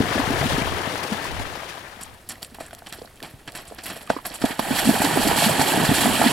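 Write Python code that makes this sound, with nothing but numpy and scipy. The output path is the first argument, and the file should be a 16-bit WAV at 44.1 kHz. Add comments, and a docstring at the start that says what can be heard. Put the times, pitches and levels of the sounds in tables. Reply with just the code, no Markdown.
"""A horse trots over a gravel track in an open field, comes close and canters through a shallow water jump.
Its hooves thud, crunch gravel and crack on stones; in the water they punch air pockets that gulp,
and throw up lumps and spray that rain back, made of dense grains of noise and ringing bubbles.
At first the splashing of an earlier pass fades away on the left. Light wind on the microphone is low noise
in smooth swells, one of them the low thump of a hoof at the water's edge, over the even hush of the field."""
import sys
import numpy as np
from scipy import signal
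from scipy.fft import rfft, irfft, next_fast_len
from scipy.io import wavfile

SR = 44100
rng = np.random.default_rng(int(sys.argv[2]) if len(sys.argv) > 2 else 0)


def generate_wav(sig):
    """Save sig (samples, or channels by samples) to the path in sys.argv[1] as 16-bit PCM at SR."""
    pcm = np.round(np.clip(np.atleast_2d(sig).T, -1, 1) * 32767).astype(np.int16)
    wavfile.write(sys.argv[1], SR, pcm)


N = 278712
TIME = np.arange(N) / SR
FFT_SIZE = next_fast_len(N + 8192)
BINS_HZ = np.maximum(np.arange(FFT_SIZE // 2 + 1) * SR / FFT_SIZE, 1)
CUTOFF_HZ = 16000


def from_db(db):
    """Decibels to gain."""
    return 10 ** (np.asarray(db) / 20)


def rms_one(x):
    """Scale to unit power."""
    return x / np.sqrt(np.mean(x ** 2) + 1e-20)


def gains(curve):
    """Level curve as a gain in time, with a brief Gaussian fade outside its span."""
    s, db = np.transpose(curve)
    outside_s = np.maximum(s[0] - TIME, 0) + np.maximum(TIME - s[-1], 0)
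    return from_db(np.interp(TIME, s, db)) * np.exp(-(outside_s / .03) ** 2)


def at_bins(points):
    """Table over frequency, interpolated on a log axis."""
    hz, value = np.transpose(points)
    return np.interp(np.log(BINS_HZ), np.log(hz), value)


def filtered(x, gain):
    """Apply a gain per frequency."""
    return irfft(rfft(x, FFT_SIZE) * gain, FFT_SIZE)[..., :N]


def band(low_hz, high_hz):
    """Steep band-pass gain; two bands that share an edge sum to about even power there."""
    return 1 / np.sqrt((1 + (low_hz / BINS_HZ) ** 10) * (1 + (BINS_HZ / high_hz) ** 10))


def pan(left_db):
    """Left and right gains for a level difference, with a mean of 1."""
    pair = from_db(np.array([[.5], [-.5]]) * left_db)
    return pair / pair.mean(axis=0)


def stereo(pair, gain, likeness, left_db):
    """Two unrelated signals become a coloured stereo sound whose middle has unit power."""
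    alike = np.clip(likeness, -.9, .995)
    mid, side = rfft(pair, FFT_SIZE) * gain
    spread = np.sqrt((1 - alike) / (1 + alike)) * side
    both = irfft((mid + spread * [[1], [-1]]) * pan(left_db), FFT_SIZE)[:, :N]
    return both / np.std(both.mean(axis=0))


def drift(knots_per_s):
    """Random values of spread 1, joined by straight lines."""
    knots = rng.standard_normal(4096)
    return np.interp(TIME * knots_per_s, np.arange(len(knots)), knots)


def add(out, s, sound):
    """Mix a short sound in at time s."""
    start = int(s * SR)
    out[start:start + len(sound)] += sound[:max(N - start, 0)]


def bursts(rows, rise_s, t60_s):
    """Each event (time, level) starts a burst that swells and dies; their powers add."""
    power, age_s = np.zeros(N), TIME[:SR]
    shape = (1 - np.exp(-age_s / rise_s)) * from_db(-60 * age_s / t60_s)
    for s, db, *_ in rows:
        add(power, s, (from_db(db) * shape / shape.max()) ** 2)
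    return np.sqrt(power)


def during(rows, curve):
    """Events within the span of a curve."""
    return [row for row in rows if curve[0][0] - .05 <= row[0] <= curve[-1][0]]


def grains(per_s, spread_db, clump_db):
    """Two streams of tiny impacts of uneven size that arrive in clumps."""
    sizes = from_db(spread_db * np.minimum(rng.exponential(1, (2, N)), 5))
    signs = rng.choice([-1, 1], (2, N))
    hits = rng.random((2, N)) < per_s / SR
    return sizes * signs * hits * from_db(clump_db * drift(120))


def speckle(per_s, spread_db, clump_db, patchy_db):
    """Grains dealt to seven registers: each drop or pebble ticks in one, and each register flutters by itself."""
    clicks, out = grains(per_s, spread_db, clump_db), 0
    edges_hz = [60, 600, 1200, 2200, 3800, 6500, 10500, 17000]
    dealt = rng.integers(0, len(edges_hz) - 1, N)
    for k, pair in enumerate(zip(edges_hz, edges_hz[1:])):
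        own = clicks * (dealt == k) * from_db(patchy_db * drift(90))
        register = signal.butter(2, pair, "band", fs=SR, output="sos")
        out = out + signal.sosfilt(register, own + 1e-18)
    return out


def pocket(hz, cycles, rise, swell=1):
    """A pocket of air or soil swells, rings and dies, its pitch rising as it shrinks.
    More swell rounds the start and shortens the tail."""
    life_s = cycles / hz
    age = np.arange(int((2 + 7 / swell) * life_s * SR)) / SR / life_s  # in lives
    envelope = (age * np.exp(1 - age)) ** swell
    swing = envelope * np.cos(2 * np.pi * hz * life_s * age * (1 + rise * age))
    return -np.gradient(swing) * SR / (2 * np.pi * hz)  # pressure follows the change of flow


def pockets(rows, rise, swell, ratio=1):
    """Each blow (time, level, pitch, cycles) rings a pocket at its pitch times the ratio."""
    out = np.zeros(N)
    for s, db, hz, cycles, *_ in rows:
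        add(out, s, from_db(db) * pocket(hz * ratio, cycles, rise, swell))
    return out


def heave(rows, hz, cycles):
    """Each blow also heaves the ground or water around it, always at the same low pitch."""
    return pockets([(s, db, hz, cycles) for s, db, *_ in rows], rise=0, swell=1)


def bubbles(per_s, low_hz, high_hz, cycles, spread_db):
    """Small bubbles or pebbles ping at random pitches, each in its own place; unit power."""
    out = np.zeros((2, N))
    for when, pitch, size, place in rng.random((int(per_s * N / SR), 4)):
        hz = low_hz * (high_hz / low_hz) ** pitch
        ping = from_db(-spread_db * np.log(size + .01)) * pocket(hz, cycles, rise=.015)
        add(out[0], when * N / SR, ping * (1 + place))
        add(out[1], when * N / SR, ping * (2 - place))
    return rms_one(out)


# spectrum of the open field: (frequency [Hz], density [dB per Hz])
FIELD_COLOUR = [(25, 2), (60, 6), (170, -1.5), (290, -2.5), (700, -10), (1000, -12.5), (3100, -17),
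                (6500, -22.5), (11000, -20.5), (16000, -28.5)]
FIELD_DB = -50


def field_hush():
    """Steady coloured noise, nearly alike on both sides."""
    return from_db(FIELD_DB) * stereo(rng.standard_normal((2, N)), from_db(at_bins(FIELD_COLOUR)), 0.99, 0)


# spectrum of wind on the microphone: (frequency [Hz], density [dB per Hz])
WIND_COLOUR = [(20, -4), (45, 4.5), (80, 5.5), (130, 2), (300, -43), (900, -56)]
# gusts, and one brief low thump of a hoof at the water's edge (4.443 s):
# (time of the peak [s], half length [s], level [dB])
LOW_SWELLS = [(0.38, 0.33, -34), (0.718, 0.074, -32.5), (1.392, 0.11, -33), (2.11, 0.057, -51),
              (4.443, 0.027, -34), (4.86, 0.2, -40.5), (5.273, 0.082, -31.5), (6.0, 0.24, -38)]
BREEZE_DB = -71   # between the swells, on their scale


def wind_and_edge_thump():
    """Low noise, unlike on the two sides, with fast lumps under smooth swells: wind, and one hoof thump."""
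    blow = from_db(BREEZE_DB) + sum(from_db(db) * np.exp(-((TIME - s) / length_s) ** 2)
                                    for s, length_s, db in LOW_SWELLS)
    rumble = stereo(rng.standard_normal((2, N)), from_db(at_bins(WIND_COLOUR)), -0.057, 0)
    lumps = from_db(2.0 * drift(24))
    return from_db(-2.5) * blow * rumble * lumps


# short spatters of flung drops: (time [s], level [dB], fine against coarse drops [dB])
SPATTERS = [(0.126, -29, -9.5), (0.181, -28.5, -12), (0.976, -44, 3), (1.03, -37, 1.5), (1.123, -30.5, -7),
            (1.17, -40, -20), (1.24, -34.5, -4), (1.28, -38, -26), (1.393, -39, 1), (1.409, -42, -9),
            (1.688, -38, -6), (4.452, -29.5, -2.5), (4.508, -28, -28), (4.707, -23, -26), (4.784, -22, -3),
            (5.016, -30, 7.5), (5.044, -20, -5), (5.184, -30, -19), (5.272, -32, 9.5), (5.436, -18, -4.5),
            (5.456, -22, -14), (5.594, -20.5, -7), (5.612, -27, 2), (5.848, -19, -7), (6.006, -21, 0),
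            (6.216, -20, -10), (6.246, -20.5, -12), (6.267, -17, -18)]
SPATTER_RISE_S, SPATTER_T60_S = 0.0019, 0.13


def spatters(curve, tint, alike, left_db):
    """A handful of flung water lands at once: coarse drops crackle, fine ones fizz."""
    rows = during(SPATTERS, curve)
    drops = speckle(per_s=14000, spread_db=0.7, clump_db=-2.0, patchy_db=-0.5)
    coarse = bursts(rows, SPATTER_RISE_S, SPATTER_T60_S)
    fine = bursts([(s, db + fine_db) for s, db, fine_db in rows], SPATTER_RISE_S, SPATTER_T60_S)
    crackle = coarse * stereo(drops, tint * band(1350, 4500), alike, left_db)
    fizz = fine * stereo(drops, tint * band(5100, 16500), alike, left_db)
    return crackle + fizz


# sheets of spray that rain back: (time [s], level [dB])
SPRAYS = [(0.39, -35), (0.48, -32), (1.02, -50), (4.745, -27), (4.84, -26), (4.92, -31.5), (5.19, -29),
          (5.36, -23), (5.42, -26), (5.66, -26), (5.93, -25), (6.02, -27), (6.13, -30), (6.225, -30.5)]
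SPRAY_RISE_S, SPRAY_T60_S = 0.029, 0.33
SLOSH_DB, SLOSH_RISE_S, SLOSH_T60_S = -14, 0.0023, 0.13
PATTER_DB, PATTER_RISE_S, PATTER_T60_S = -16.5, 0.0016, 0.1


def thrown_water(curve):
    """Envelopes of thrown water: gulps set it sloshing, slaps throw lumps that patter, sheets of spray rain."""
    slosh = from_db(SLOSH_DB) * bursts(during(GULPS, curve), SLOSH_RISE_S, SLOSH_T60_S)
    patter = from_db(PATTER_DB) * bursts(during(SLAPS, curve), PATTER_RISE_S, PATTER_T60_S)
    spray = bursts(during(SPRAYS, curve), SPRAY_RISE_S, SPRAY_T60_S)
    return slosh, patter, spray


# bands of slosh, patter and spray: (low edge [Hz], high edge [Hz])
ZONES = [(70, 500), (500, 2500), (2500, 16500)]
SLOSH_SETTLES = 0.53   # extra dB that heavy slosh loses per dB of churning lost


def water(curve, colour, likeness, left_db, wash_db, bubble_db, gurgle_db, drip_db, spatter_db,
          drops_per_s, drop_spread_db, clump_db):
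    """Slosh, patter and spray, each a wash plus thrown bursts, the finer the denser; bubbles ring above."""
    churn, out = gains(curve), 0
    heavy = churn * (churn / churn.max()) ** SLOSH_SETTLES
    washes, thrown = (heavy, churn, churn), thrown_water(curve)
    tint, alike = from_db(at_bins(colour)), at_bins(likeness)
    for wash, burst, zone, db, per_s in zip(washes, thrown, ZONES, wash_db, drops_per_s):
        grain = speckle(per_s, drop_spread_db, clump_db, patchy_db=1.15)
        drops = stereo(grain, tint * band(*zone), alike, left_db)
        out = out + np.hypot(from_db(db) * wash, burst) * drops
    out = out + from_db(spatter_db) * spatters(curve, tint, alike, left_db)
    pings = bubbles(per_s=110, low_hz=611.6, high_hz=3440, cycles=3.1, spread_db=-0.5)
    gurgles = bubbles(per_s=39, low_hz=127.0, high_hz=412, cycles=0.83, spread_db=2.0)
    drips = bubbles(per_s=70, low_hz=1297, high_hz=4820, cycles=5.7, spread_db=3.0)
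    ringing = from_db(bubble_db) * pings + from_db(gurgle_db) * gurgles + from_db(drip_db) * drips
    return out + heavy * filtered(ringing, pan(left_db))


# churning left by the earlier pass: (time [s], level [dB])
FADING = [(0.0, -27.5), (0.47, -26.5), (0.92, -30), (1.29, -32), (1.75, -37), (1.9, -42), (2.06, -45.5),
          (2.2, -54)]
# its spectrum: (frequency [Hz], density [dB per Hz])
FADING_COLOUR = [(35, -35), (60, -1.5), (149, -3), (244, -5.5), (338, -1), (946, -6.5), (1350, -12.5),
                 (1750, -7), (2400, -14.5), (5330, -22.5), (8510, -29.5), (11300, -29.5), (16000, -37)]
# left-right likeness, limited in stereo(): (frequency [Hz], likeness [-])
FADING_LIKENESS = [(60, .5), (150, 0.7), (480, .92), (800, 1.1), (1300, -0.5), (1900, 0.8), (3000, 0.1),
                   (4300, 0.15), (6000, 0.4), (9000, -.5), (12000, 0.7), (15000, .9)]
# balance: (frequency [Hz], left minus right [dB])
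FADING_BALANCE = [(60, 1), (130, -3), (290, 2.5), (690, 9.5), (1150, 16), (1700, 9), (2400, 15),
                  (3300, 13.5), (6500, -0.5), (8400, -0.5), (10500, -9), (15000, -2)]


def fading_splashes():
    """Water of the earlier pass settles, mostly on the left."""
    return water(FADING, FADING_COLOUR, FADING_LIKENESS, at_bins(FADING_BALANCE),
                 wash_db=(-5.5, -2.5, -7.5), bubble_db=-10.0, gurgle_db=-13.5, drip_db=-16, spatter_db=-2.5,
                 drops_per_s=(2200, 3500, 14000), drop_spread_db=0.6, clump_db=1.5)


# churning as the horse wades in deeper: (time [s], level [dB])
WADING = [(4.45, -35), (4.52, -35.5), (4.57, -44), (4.62, -34), (4.74, -30), (5.3, -26), (6.32, -26)]
# its spectrum: (frequency [Hz], density [dB per Hz])
WADING_COLOUR = [(35, -46), (60, -15), (115, -3.5), (198, -0.5), (308, -0.5), (492, -8.5), (593, -6),
                 (862, -4), (1110, -12.5), (1740, -9), (2140, -14), (4530, -18.5), (6140, -23),
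                 (7230, -20.5), (11000, -24), (16000, -34.5)]
# left-right likeness, limited in stereo(): (frequency [Hz], likeness [-])
NEAR_LIKENESS = [(60, .1), (170, 1), (500, 0.77), (1900, 0.91), (4400, 0.9), (6200, 0.73), (8200, 1),
                 (15000, 0.95)]


def wading_splashes():
    """The legs churn the water close by; ports() then sets them aside."""
    return water(WADING, WADING_COLOUR, NEAR_LIKENESS, 0,
                 wash_db=(-4.5, 1.0, -2.8), bubble_db=-5.0, gurgle_db=-5.5, drip_db=-10.5, spatter_db=-3.5,
                 drops_per_s=(3500, 5000, 20000), drop_spread_db=1.1, clump_db=0.5)


# a hoof lands or scuffs in the gravel: (time [s], level [dB], fine against coarse [dB], t60 [s])
CRUNCHES = [(2.009, -25, -1.5, 0.1), (2.289, -29, 11.5, 0.057), (2.303, -27.5, -7, 0.17),
            (2.4193, -29.5, 3, 0.12), (2.544, -28.5, -7, 0.071), (2.6, -30, -3.5, 0.2),
            (2.648, -36, -25, 0.1), (2.729, -32.5, -6, 0.075), (2.8616, -27, -17, 0.064),
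            (2.87, -29, -12, 0.053), (2.9215, -28, -9, 0.2), (3.229, -28, -9, 0.24),
            (3.475, -21, -24, 0.081), (3.5488, -23, -8, 0.16), (3.574, -29.5, -19, 0.12),
            (3.668, -39, -1, 0.2), (3.783, -21.5, -27, 0.081), (3.834, -31, 11, 0.08),
            (3.856, -24, 0, 0.19), (3.8988, -24, -10, 0.15), (3.957, -31, -7, 0.17),
            (4.011, -34.5, -5, 0.14), (4.0942, -21, -10.5, 0.23), (4.2506, -17.5, -4.5, 0.11),
            (4.309, -30.5, -7, 0.17), (4.336, -34, 1.5, 0.19), (4.388, -36, -1, 0.13),
            (4.4157, -11.5, -10, 0.054), (4.591, -8.5, -12.5, 0.052)]
# gravel spectrum: (frequency [Hz], density [dB per Hz])
GRAVEL_COLOUR = [(90, -5.5), (200, 0.5), (320, -1), (520, -7), (680, 1.5), (950, -5), (1800, -3),
                 (2200, -6.5), (5600, -12), (6400, -19), (7300, -13.5), (10900, -15.5), (16000, -28)]
WEIGHT_DB, WEIGHT_HZ, WEIGHT_CYCLES = -20.5, 230, .64   # dull thump behind each crunch
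GRIT_RISE_S, GRIT_T60_S = 0.033, 1.65
SHORE_S = 4.4   # only grit kicked up before this time trickles on


def gravel(rise_s, coarse_db, fine_db, grit_db, tick_db, toe_s, toe_db):
    """The toe brushes, then the hoof shoves stones: coarse ones crunch, fine ones hiss, grit trickles on."""
    coarse, fine, weight = np.zeros((3, N))
    age_s = TIME[:SR // 2]
    for s, db, bright_db, t60_s in CRUNCHES:
        shove = from_db(db) * (1 - np.exp(-age_s / rise_s)) * from_db(-60 * age_s / t60_s)
        add(coarse, s - toe_s, shove * from_db(toe_db))
        add(coarse, s, shove)
        add(fine, s, shove * from_db(bright_db))
        add(weight, s, from_db(db + WEIGHT_DB) * pocket(WEIGHT_HZ, WEIGHT_CYCLES, rise=0))
    colour = from_db(at_bins(GRAVEL_COLOUR))
    pebbles = speckle(per_s=5000, spread_db=1.5, clump_db=-0.5, patchy_db=-1.5)
    sand = speckle(per_s=18000, spread_db=3.5, clump_db=-1.0, patchy_db=6.0)
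    grit = speckle(per_s=4000, spread_db=3.0, clump_db=3.5, patchy_db=5.5)
    crunch = from_db(coarse_db) * coarse * stereo(pebbles, colour * band(76, 6800), 0.98, 0)
    hiss = from_db(fine_db) * fine * stereo(sand, colour * band(4900, 16500), 0.98, 0)
    trickle = from_db(grit_db) * stereo(grit, colour * band(350, 16500), 0.46, 0)
    ticks = from_db(tick_db) * bubbles(per_s=120, low_hz=484, high_hz=2400, cycles=0.95, spread_db=1.0)
    loose = bursts([row for row in CRUNCHES if row[0] < SHORE_S], GRIT_RISE_S, GRIT_T60_S)
    return weight + crunch + hiss + loose * (trickle + ticks)


# single stones struck by a shoe: (time [s], level [dB], pitch [Hz])
STONES = [(2.2903, -15, 10600), (2.3206, -23, 3250), (2.356, -27, 1980), (2.429, -12, 4600),
          (2.4475, -21, 4600), (2.709, -23.5, 1500), (2.749, -21, 6000), (2.870, -20.5, 3000),
          (2.926, -14.5, 3820), (3.203, -23, 1760), (3.2275, -16, 3600), (3.477, -20, 3050),
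          (3.521, -26, 5000), (3.5521, -19, 1870), (3.654, -32, 7000), (3.748, -26, 11100),
          (3.787, -20, 1640), (3.8193, -29, 2480), (3.899, -32, 3040), (3.9575, -38, 2380),
          (4.01, -30, 1800), (4.075, -20.5, 1200), (4.104, -11, 1590), (4.3411, -28, 6000)]
STONE_WIDTH = 1.86   # band edges of the crack, as a ratio to the pitch


def stone_clicks(t60_s, crack_db, ring_db, cycles):
    """A shoe cracks on a single stone, which rings for an instant: the smaller the stone, the higher both."""
    out, age_s = np.zeros(N), TIME[:SR // 50]
    for s, db, hz in STONES:
        edges_hz = [hz / STONE_WIDTH, min(hz * STONE_WIDTH, CUTOFF_HZ)]
        around = signal.butter(1, edges_hz, "band", fs=SR, output="sos")
        crack = rms_one(signal.sosfilt(around, rng.standard_normal(len(age_s))))
        add(out, s, from_db(db + crack_db - 60 * age_s / t60_s) * crack)
        add(out, s, from_db(db + ring_db) * pocket(hz, cycles, rise=0))
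    return out


CRACK_DB, BRIGHTEST_CRACK_HZ, SHOE_HZ = -39, 4500, 1485


def shoe_cracks(t60_s, ring_db, cycles):
    """Hard thuds crack, and the shoe rings briefly; soft ones only knock."""
    out, age_s = np.zeros(N), TIME[:SR // 50]
    for s, db, *_, hard_db in THUDS:
        decay = from_db(db + hard_db + CRACK_DB - 60 * age_s / t60_s)
        add(out, s, decay * rng.standard_normal(len(age_s)))
        add(out, s, from_db(db + hard_db + ring_db) * pocket(SHOE_HZ, cycles, rise=0))
    return signal.sosfilt(signal.butter(2, BRIGHTEST_CRACK_HZ, fs=SR, output="sos"), out)


# hooves on firm ground: (time [s], level [dB], pitch [Hz], ringing [cycles], hardness [dB])
THUDS = [(1.968, -37.5, 181, .6, -20), (2.521, -39, 208, 0.71, -17), (2.5855, -26.5, 710, 0.76, -17),
         (2.607, -21.5, 560, 0.7, -15), (2.7298, -29, 646, 1.4, 0), (2.8206, -32, 694, 1.2, 5),
         (2.9864, -31.5, 318, 0.63, -8), (3.0172, -25, 450, 0.82, -20), (3.047, -32, 650, 0.95, -9),
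         (3.221, -31.5, 307, 0.68, 3), (3.338, -34, 113, 0.61, -20), (3.478, -29, 705, .7, 1),
         (3.711, -31, 423, 0.97, -15), (3.7212, -26.5, 590, 0.93, -8), (3.759, -38, 800, 1.0, -17),
         (3.965, -26.5, 420, 0.44, -10), (4.1012, -4, 620, .85, 2), (4.1645, -20.5, 291, 0.64, -15),
         (4.4398, -7.5, 225, 0.57, -19), (4.5938, -7, 726, 0.7, -5)]
BOOM_DB, BOOM_HZ = -18.5, 86.5


def thuds():
    """Soil rings for about a cycle at each blow, and the ground gives at two fixed low pitches."""
    knock = pockets(THUDS, rise=0.0013, swell=1.52)
    ground = from_db(-15.5) * heave(THUDS, hz=166, cycles=0.29)
    boom = from_db(BOOM_DB) * heave(THUDS, BOOM_HZ, cycles=0.15)
    return knock + ground + boom


# deepest air pockets punched into the water: (time [s], level [dB], start pitch [Hz], ringing [cycles])
GULPS = [(0.0032, -6.5, 164, 0.37), (0.1537, -14.5, 220, 0.64), (0.1901, -16, 255, 1.65),
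         (0.2739, -18, 141, 0.62), (0.3008, -18, 253, 1.4), (0.4097, -18, 138, 0.76),
         (0.4312, -19.5, 142, 1.5), (0.4512, -18.5, 236, 1.7), (0.5284, -20, 149, 1.8),
         (0.5812, -14, 209, 0.46), (0.6151, -17, 140, 0.7), (0.872, -23, 156, 0.63), (0.939, -21, 297, 0.6),
         (1.1147, -18.5, 198, 1.64), (1.395, -29.5, 220, 0.86), (4.505, -21.5, 250, 0.7),
         (4.7061, -13, 240, 1.2), (4.8479, -20.5, 220, 2.1), (4.8703, -10.5, 224, 1.16),
         (4.8892, -5.5, 212, 0.76), (5.0012, -14, 171, 0.55), (5.0424, -14.5, 272, 1.04),
         (5.1719, -11.5, 275, 0.82), (5.1861, -18.5, 223, 1.3), (5.2535, -14.5, 161, 0.79),
         (5.2666, -14, 291, 1.7), (5.3143, -12.5, 380, 0.54), (5.46, -12.5, 198, 1.5),
         (5.497, -15, 380, 0.6), (5.5937, -8.5, 182, 0.52), (5.743, -15.0, 335, 0.77),
         (5.7736, -10.0, 235, 0.7), (5.8316, -16, 159, 1.1), (5.8889, -10.5, 138, 0.59),
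         (5.9119, -11.5, 258, 1.2), (6.018, -21, 197, 1), (6.0441, -14, 195, 1.6), (6.0602, -19, 242, 1.9),
         (6.0761, -20, 240, 2.2), (6.1978, -16, 209, 1), (6.2132, -17.5, 150, 0.43),
         (6.2448, -19, 238, 1.4), (6.2579, -11.5, 240, 1.7)]


def gulps():
    """Air pockets ring with rising pitch, each with a smaller bubble above it: long ones bloop, short ones thump."""
    small = pockets(GULPS, rise=0.0087, swell=1.5, ratio=2.42)
    return pockets(GULPS, rise=0.0086, swell=2.4) + from_db(-14.5) * small


# hooves slapping the water, or the wet gravel just before it: (time [s], level [dB], start pitch [Hz])
SLAPS = [(0.0126, -26, 540), (0.125, -19, 1080), (0.1778, -16.5, 582), (0.2008, -17.5, 866),
         (0.4272, -17, 652), (0.6224, -21.0, 570), (0.9803, -24, 770), (1.252, -21.5, 950),
         (1.3987, -26, 818), (4.133, -26, 800), (4.165, -21, 1040), (4.187, -27, 1040), (4.442, -15.5, 667),
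         (4.457, -24, 636), (4.8925, -14.5, 652), (4.961, -16, 730), (5.0175, -10, 780),
         (5.0494, -13.5, 850), (5.1717, -13, 680), (5.2332, -15.5, 818), (5.2983, -14, 860),
         (5.3114, -9.5, 773), (5.4214, -12.5, 720), (5.4602, -12.5, 780), (5.4926, -12.5, 546),
         (5.5925, -12, 805), (5.6121, -9, 786), (5.7356, -14, 773), (5.7726, -18, 730),
         (5.8998, -16.5, 735), (6.0558, -11.0, 690), (6.1045, -19, 810), (6.214, -7, 740),
         (6.2393, -12, 780)]
SLAP_CYCLES = 1.6


def slaps():
    """Each slap rings a shallow pocket and heaves the water or ground around it."""
    smack = pockets([(*row, SLAP_CYCLES) for row in SLAPS], rise=0.0067, swell=2.06)
    return smack + from_db(-17) * heave(SLAPS, hz=260, cycles=0.22)


def scatter(x, t60_s, level_db):
    """Banks and water surface send back a short, dull tail, different on each side."""
    age_s = TIME[:SR // 5]
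    noise = rng.standard_normal((2, len(age_s)))
    tail = signal.sosfilt(signal.butter(1, 2500, fs=SR, output="sos"), noise)
    tail = tail * from_db(-60 * age_s / t60_s) * (age_s > .003)
    tail = tail / np.sqrt(np.sum(tail ** 2) / 2)
    return x + from_db(level_db) * signal.fftconvolve(x[None], tail, axes=1)[:, :N]


def hoof_blows():
    """Thuds, gulps and slaps, softened because soil and water yield, with their short echo."""
    hooves = from_db(-1.5) * thuds() + from_db(-0.6) * gulps() + from_db(0.3) * slaps()
    hooves = signal.sosfilt(signal.butter(2, 2800, fs=SR, output="sos"), hooves)
    hooves = scatter(hooves, t60_s=0.06, level_db=-15.0)
    return hooves * pan(np.interp(TIME, [1.6, 2.2], [4.0, 0]))  # early splashes lie to the left


# ripples of the microphone housing: (frequency [Hz], width [Hz], level [dB])
HOUSING = [(440, 75, -1), (875, 320, -0.5), (1400, 460, -2.5), (1760, 280, 1), (2100, 100, -5.5),
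           (3250, 210, 4), (3650, 610, -3.5), (4300, 640, 2), (5135, 310, -9), (5650, 400, -0.5),
           (6300, 720, -9.5), (8160, 910, 2), (9400, 1350, -3), (11430, 2030, 6)]


def housing(x):
    """Sound from straight ahead picks up the peaks and notches of the microphone housing."""
    for hz, width_hz, db in HOUSING:
        b, a = signal.iirpeak(hz, hz / width_hz, fs=SR)
        x = x + (from_db(db) - 1) * signal.lfilter(b, a, x + 1e-18)
    return x


# notches at the left port for sound from the right: (frequency [Hz], width [Hz], level [dB])
SHADOW = [(475, 220, -22), (1040, 360, -22), (2090, 190, -26), (2780, 300, -7.5), (3600, 730, -12),
          (4900, 1000, -11), (6000, 250, -20)]


def ports(x):
    """As the horse moves right, its sound reaches the left port round the housing, which notches it."""
    shade = 1
    for hz, width_hz, db in SHADOW:
        detune = 1j * (BINS_HZ ** 2 - hz ** 2) / (BINS_HZ * width_hz)
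        shade = shade * (from_db(db) + detune) / (1 + detune)
    aside = np.interp(TIME, [2.0, 3.9, 4.4], [.3, .6, 1])
    side = filtered(x.mean(axis=0), (shade - 1) / (shade + 1))  # full aside: left / right = shade
    return x + aside * side * [[1], [-1]]


def scene():
    """Field, wind and fading splashes, then the horse on gravel and in the water."""
    background = field_hush() + wind_and_edge_thump() + fading_splashes()
    ground = gravel(rise_s=0.003, coarse_db=-6.5, fine_db=-6.0, grit_db=-28.0, tick_db=-33,
                    toe_s=0.0091, toe_db=-15.0)
    ground = ground + stone_clicks(t60_s=0.0085, crack_db=-11.5, ring_db=-13.0, cycles=2.2)
    ground = ground + shoe_cracks(t60_s=0.011, ring_db=-11.0, cycles=1.8)
    horse = wading_splashes() + ground + hoof_blows()
    return background + ports(housing(horse))


def record(dry):
    """Cut the top steeply at CUTOFF_HZ."""
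    return filtered(dry, 1 / np.sqrt(1 + (BINS_HZ / CUTOFF_HZ) ** 200))


dry = scene()
out = record(dry)
generate_wav(out)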